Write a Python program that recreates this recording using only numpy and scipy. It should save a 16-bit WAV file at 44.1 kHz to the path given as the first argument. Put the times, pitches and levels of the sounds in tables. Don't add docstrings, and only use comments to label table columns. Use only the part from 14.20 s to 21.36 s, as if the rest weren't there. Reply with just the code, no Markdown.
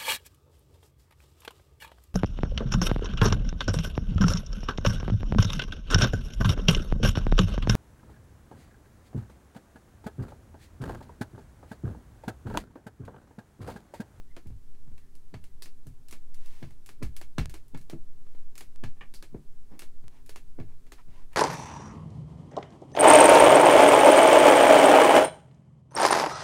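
import sys
import numpy as np
from scipy import signal
from scipy.fft import rfft, irfft, next_fast_len
from scipy.io import wavfile
from scipy.ndimage import map_coordinates

SR = 44100
rng = np.random.default_rng(int(sys.argv[2]) if len(sys.argv) > 2 else 0)


def to_wav(s):
    ch = np.atleast_2d(s).T
    pcm = np.round(np.clip(ch, -1, 1) * 32767)
    wavfile.write(sys.argv[1], SR, pcm.astype(np.int16))


N = 315756
TOP_HZ = 15850
SIZE = 2 ** 15
HZ = np.fft.rfftfreq(SIZE, 1 / SR)
AGE = np.arange(SIZE) / SR


def amp(db):
    return 10 ** (np.asarray(db) / 20)


def unit(x):
    return x / np.sqrt(np.mean(x ** 2) + 1e-20)


def along(points, hz):
    point_hz, values = np.transpose(points)
    return np.interp(np.log(hz + 1e-3), np.log(point_hz), values)


def octaves(hz, pivot_hz, low_hz, high_hz):
    return np.log2(np.clip(hz, low_hz, high_hz) / pivot_hz)


def wobble(rate):
    knots = rng.standard_normal(int(N * rate / SR) + 4)
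    return map_coordinates(knots, [np.arange(N) * rate / SR])


def swell(t, s, length):
    return np.abs(np.sin(np.pi * np.clip((t - s) / length, 0, 1)))


def filtered(x, response):
    m = next_fast_len(N + SR // 2)
    return irfft(rfft(x, m) * response(np.fft.rfftfreq(m, 1 / SR)), m)[:N]


def noise(spectrum):
    return unit(filtered(rng.standard_normal(N), lambda hz: amp(along(spectrum, hz))))


def colour(points, tilt_db=0):
    cepstrum = irfft(np.log(amp(along(points, HZ) + tilt_db) + 1e-6))
    cepstrum[1:SIZE // 2] *= 2
    cepstrum[SIZE // 2 + 1:] = 0
    return np.exp(rfft(cepstrum))


def ringing(modes, ring_db):
    response = 1
    for centre, width, db in modes:
        gain = amp(ring_db + db + rng.normal(0, 1.5))
        response = response + gain * 1j * HZ * width / (centre * centre - HZ ** 2 + 1j * HZ * width)
    return response


def burst(rise, t60, spiky):
    x = rng.standard_normal(SIZE)
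    cracks = np.sign(x) * np.abs(x) ** spiky
    cracks = cracks * (1 - np.exp(-(AGE / rise) ** 2)) * amp(-60 * AGE / t60)
    return rfft(cracks / np.linalg.norm(cracks))


# (frequency [Hz], time to fall 60 dB [s])
ROOM_DECAY = [(60, 0.4), (160, 0.23), (420, 0.12), (1100, 0.13), (2500, 0.16), (6000, 0.17), (15000, 0.17)]


def room(gap):
    hz, t, z = signal.stft(rng.standard_normal(SIZE), SR, nperseg=256)
    decay = amp(-60 * t / along(ROOM_DECAY, hz)[:, None])
    tail = signal.istft(z * decay, SR, nperseg=256)[1][:SIZE]
    tail *= 1 - np.exp(-(AGE / gap) ** 2)
    return rfft(tail / np.linalg.norm(tail))


def add(track, s, spectrum):
    start = max(round(s * SR), 0)
    sound = irfft(spectrum)[:min(SIZE // 2, N - start)]
    track[start:start + len(sound)] += sound


# (frequency [Hz], relative level [dB])
AIR_COLOUR = [(15, -30), (30, -33.5), (42, -16.5), (55, -21), (80, -30.5), (145, -29), (200, -40),
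              (260, -38), (330, -45.5), (420, -41), (510, -51), (1000, -52), (2500, -60), (9000, -60.5),
              (16000, -68.5)]
# (frequency [Hz], level [dB])
MOTOR_TONES = [(258.4, -71.5), (393.0, -76)]
# (frequency [Hz], relative level [dB])
SWAY_COLOUR = [(1, -34.5), (3, 0), (5, 3), (7, 1.5), (10, -17.5), (20, -19.5), (30, -42), (50, -82)]


def background(air_db=-59, sway_db=-32.0, drift=0.082):
    t = np.arange(N) / SR
    hum = sum(amp(db) * np.sin(2 * np.pi * hz * t + drift * wobble(9.6)) for hz, db in MOTOR_TONES)
    air = amp(air_db) * noise(AIR_COLOUR)
    sway = amp(sway_db) * noise(SWAY_COLOUR)
    return air + hum + sway


# (time [s], length [s], pitch [Hz], level [dB])
RUBBER_SLIPS = [(0.06, 0.12, 2000, -74), (0.788, 0.11, 1890, -74), (1.26, .07, 2000, -79),
                (5.493, .06, 5300, -76), (6.776, 0.037, 975, -61), (6.77, 0.041, 1290, -60),
                (6.939, 0.081, 1000, -67)]


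def squeaks(waver=.06, flutter_db=3):
    clock = np.cumsum(1 + waver * wobble(270)) / SR
    flutter = amp(flutter_db * wobble(77))
    t = np.arange(N) / SR
    tones = sum(amp(db) * swell(t, s, length) * np.sin(2 * np.pi * hz * clock)
                for s, length, hz, db in RUBBER_SLIPS)
    return flutter * tones


# (frequency [Hz], level [dB])
SNAP_COLOUR = [(90, 8), (300, 25.5), (650, 22), (1800, 20.5), (4600, 17.5), (10500, 15.5), (16000, 6.5)]
# (frequency [Hz], width [Hz], relative level [dB])
DESK_MODES = [(50.8, 12.3, 5.5), (99.6, 21, -1.5), (139, 32, -2), (244.7, 39, 2), (327.8, 18.3, 3),
              (411.4, 16, 4.5), (635.6, 6.9, -2), (803, 10, -8), (1260, 13, -28), (1720, 11, 0),
              (1700, 23, 1), (2230, 210, 0), (2560, 210, -6.5), (2703, 23, 4), (4100, 48, 1), (4480, 62, 2)]


def snap(db, brightness, wet_db=2):
    tone = colour(SNAP_COLOUR, brightness * octaves(HZ, pivot_hz=4600, low_hz=428, high_hz=10500))
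    crack = burst(rise=0.0012, t60=0.008, spiky=1.27) + amp(wet_db) * room(gap=0.00079)
    return amp(db) * tone * ringing(DESK_MODES, ring_db=-4.0) * crack


# (time [s], tear level [dB], tear brightness [dB per octave], cling [s], pop level [dB])
PAD_LIFTS = [(1.4222, -41.5, 1, 0.035, -46), (1.8843, -48, 3, 0.041, -40.5), (2.6609, -45, 3, 0.029, -43.5),
             (2.9648, -39.5, 2.5, .0483, -41.5), (3.2952, -43.5, 1, .045, -40),
             (3.574, -48, 1, .1239, -40.5), (4.3783, -38.5, 2.5, 0.029, -40.5),
             (4.9387, -43.5, 0.5, .0861, -42), (5.5923, -38, 2, 0.027, -40.5),
             (6.0929, -41, 0, .0662, -40.5), (6.666, -58, -2.5, 0.054, -41.5)]
# (time
# [s], level [dB], brightness [dB per octave])
INK_SPOTS = [(.1649, -45.5, -4), (.27, -56, 3), (.7787, -54, -0.5), (.9524, -55, 3.5), (1.2398, -50, 1),
             (1.6681, -53, 5.2), (1.9098, -42.5, 3), (2.1436, -49.5, 3), (2.2587, -50, 2),
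             (2.5066, -55.5, -1.5), (2.8303, -39.5, 0.7), (3.481, -63.5, 9), (3.6123, -54.5, 3),
             (4.0656, -65.5, -5), (4.148, -61.5, -4.5), (4.354, -46, 0.8), (6.061, -52, 4),
             (7.131, -56, 3.5)]


def peels(pop_db_per_oct=-1.3):
    out = np.zeros(N)
    for s, tear_db, brightness, cling, pop_db in PAD_LIFTS:
        add(out, s, snap(tear_db, brightness))
        add(out, s + cling, snap(pop_db, pop_db_per_oct))
    for s, db, brightness in INK_SPOTS:
        add(out, s, snap(db, brightness))
    return out


# (time [s], relative strength [dB], thud pitch [Hz], softness [dB lost per octave above that pitch])
PRESSES = [(.258, -36, 79.5, 7), (.302, -38, 69.6, 6), (0.546, -64.5, 151, 1), (0.674, -40.5, 63.5, 6.5),
           (0.715, -46.5, 72.5, 5), (1.139, -37, 95, 2.5), (1.666, -39.5, 86, 5.5), (2.426, -35, 108, 3),
           (2.817, -38, 418, 10.5), (2.824, -28, 63, 3), (3.1815, -22.5, 76.5, 1.9), (3.545, -37.5, 165, 3),
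           (3.731, -32, 330, 10.5), (4.636, -35, 83, 1.5), (5.126, -44.5, 148, 11), (5.145, -30.5, 384, 13),
           (5.837, -48, 75, 4), (6.387, -33.5, 440, 11.5), (6.398, -34, 90, 4), (6.882, -44, 63.4, 5)]
# (frequency [Hz], level [dB])
THUD_COLOUR = [(15, 38.5), (55, 46.5), (100, 44.5), (145, 47.5), (200, 41.5), (310, 39), (450, 36.5),
               (750, 37), (1900, 29.5), (6000, 22.5), (16000, 8.5)]


def dabs(bass_lag=0.0535, bend_hz=55, split_hz=600, squash=0.009, usual_db=-35.0, felt_db=-13,
         bass_db_per_oct=6.5, thud_wet_db=-7, crush_wet_db=-1):
    out = np.zeros(N)
    bending = np.exp(-2j * np.pi * bass_lag * bend_hz * np.arctan(HZ / bend_hz))
    low = 1 / (1 + 1j * HZ / split_hz) ** 2
    high = (1j * HZ / split_hz) ** 2 * low
    soft = colour([(80, -6.5), (160, 4), (300, 5.0), (700, -17), (4000, -37)])
    for s, db, pitch_hz, softness in PRESSES:
        above = octaves(HZ, pitch_hz, low_hz=58, high_hz=6000)
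        weight = colour(THUD_COLOUR, np.where(above < 0, bass_db_per_oct, -softness) * above)
        blow = amp(db) * weight * bending * ringing(DESK_MODES, ring_db=0)
        push = low * (1 + amp(thud_wet_db) * room(gap=0.0097))
        slowness = min(amp(usual_db - db), 1.5)
        contacts = burst(rise=0.0043 * np.sqrt(slowness), t60=0.014, spiky=1.7)
        crush = high * (contacts + amp(crush_wet_db) * room(gap=0.0058))
        add(out, s, blow * (push + crush))
        add(out, s - squash * slowness, amp(felt_db) * blow * soft * push)
    return out


# (time [s], relative level [dB])
RIM_CLICKS = [(1.4218, -33), (4.9455, -37.5)]
# (frequency [Hz], level [dB])
RIM_COLOUR = [(200, 9), (1800, 1), (3200, 9), (4700, 22.5), (6500, 11.5), (11000, 12), (16000, 2)]


def clicks(wet_db=1):
    out = np.zeros(N)
    for s, db in RIM_CLICKS:
        crack = burst(rise=0.00061, t60=0.0079, spiky=1.3) + amp(wet_db) * room(gap=0.0049)
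        add(out, s, amp(db) * colour(RIM_COLOUR) * crack)
    return out


# (frequency [Hz], relative level [dB])
SLIDE_COLOUR = [(120, 2), (270, 4), (450, -3), (700, -0.5), (950, 2.5), (1300, -7.5), (1900, -2.5),
                (3200, -8.5), (6000, -14), (15000, -26.5)]
# (time [s], length [s], relative peak level [dB], brightness [dB per octave])
SLIDES = [(2.121, 0.43, -62.5, 3), (4.03, 0.24, -74.5, 3), (5.493, 0.095, -64.5, -6),
          (5.883, .15, -66.5, -.4), (6.467, 0.093, -69.5, -1.5), (6.76, 0.07, -64, 0.5),
          (6.879, .19, -63, -0.5), (7.104, 0.072, -64.5, 0)]


def rubbing(grain_db=-0.5, grit_db=1.5, pivot_hz=2000, fullness=0.94):
    catching = unit(amp(grain_db * wobble(60) + grit_db * wobble(700)))
    hz, t, z = signal.stft(noise(SLIDE_COLOUR) * catching, SR, nperseg=256)
    above = octaves(hz, pivot_hz, low_hz=170, high_hz=TOP_HZ)[:, None]
    strokes = sum(amp(db + brightness * above) * swell(t, s, length) ** fullness
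                  for s, length, db, brightness in SLIDES)
    return signal.istft(z * strokes, SR, nperseg=256)[1][:N]


# (time before the common delay [s], relative level [dB])
DRY_TICKS = [(3.2566, -34.5), (4.559, -49), (5.8802, -44.5)]


def ticks(level_db=14, delay=0.0014):
    out = np.zeros(N)
    for s, db in DRY_TICKS:
        tone = colour([(100, 11.5), (3000, 5), (9000, 1.5), (16000, -14)])
        add(out, s + delay, amp(db + level_db) * tone)
    return out


# (time [s], relative level [dB])
CASE_CLACKS = [(4.766, -56), (4.808, -33.5), (6.782, -51.5), (7.13, -45)]
# (frequency [Hz], relative level [dB])
CASE_COLOUR = [(150, -3), (350, -4.5), (800, -3), (1400, -11.5), (2000, -8.5), (2900, -15), (3900, -23),
               (9000, -37), (16000, -51)]
# (frequency [Hz], width [Hz], relative level [dB])
CASE_MODES = [(810, 55, -6), (1166, 73, 2), (1800, 170, 6), (2350, 150, 4.5), (2840, 280, 1.5)]


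def clacks(level_db=26, ring_db=5, wet_db=-3):
    out = np.zeros(N)
    for s, db in CASE_CLACKS:
        shell = colour(CASE_COLOUR) * ringing(CASE_MODES, ring_db)
        crack = burst(rise=0.00079, t60=0.079, spiky=1.36) + amp(wet_db) * room(gap=0.01)
        add(out, s, amp(db + level_db) * shell * crack)
    return out


def scene():
    contacts = peels() + dabs() + clicks() + ticks() + clacks()
    return (background() + squeaks() + contacts + rubbing())[None]


def record(dry):
    return filtered(dry[0], lambda hz: 1 / (1 + (hz / TOP_HZ) ** 160))[None]


dry = scene()
out = record(dry)
to_wav(out)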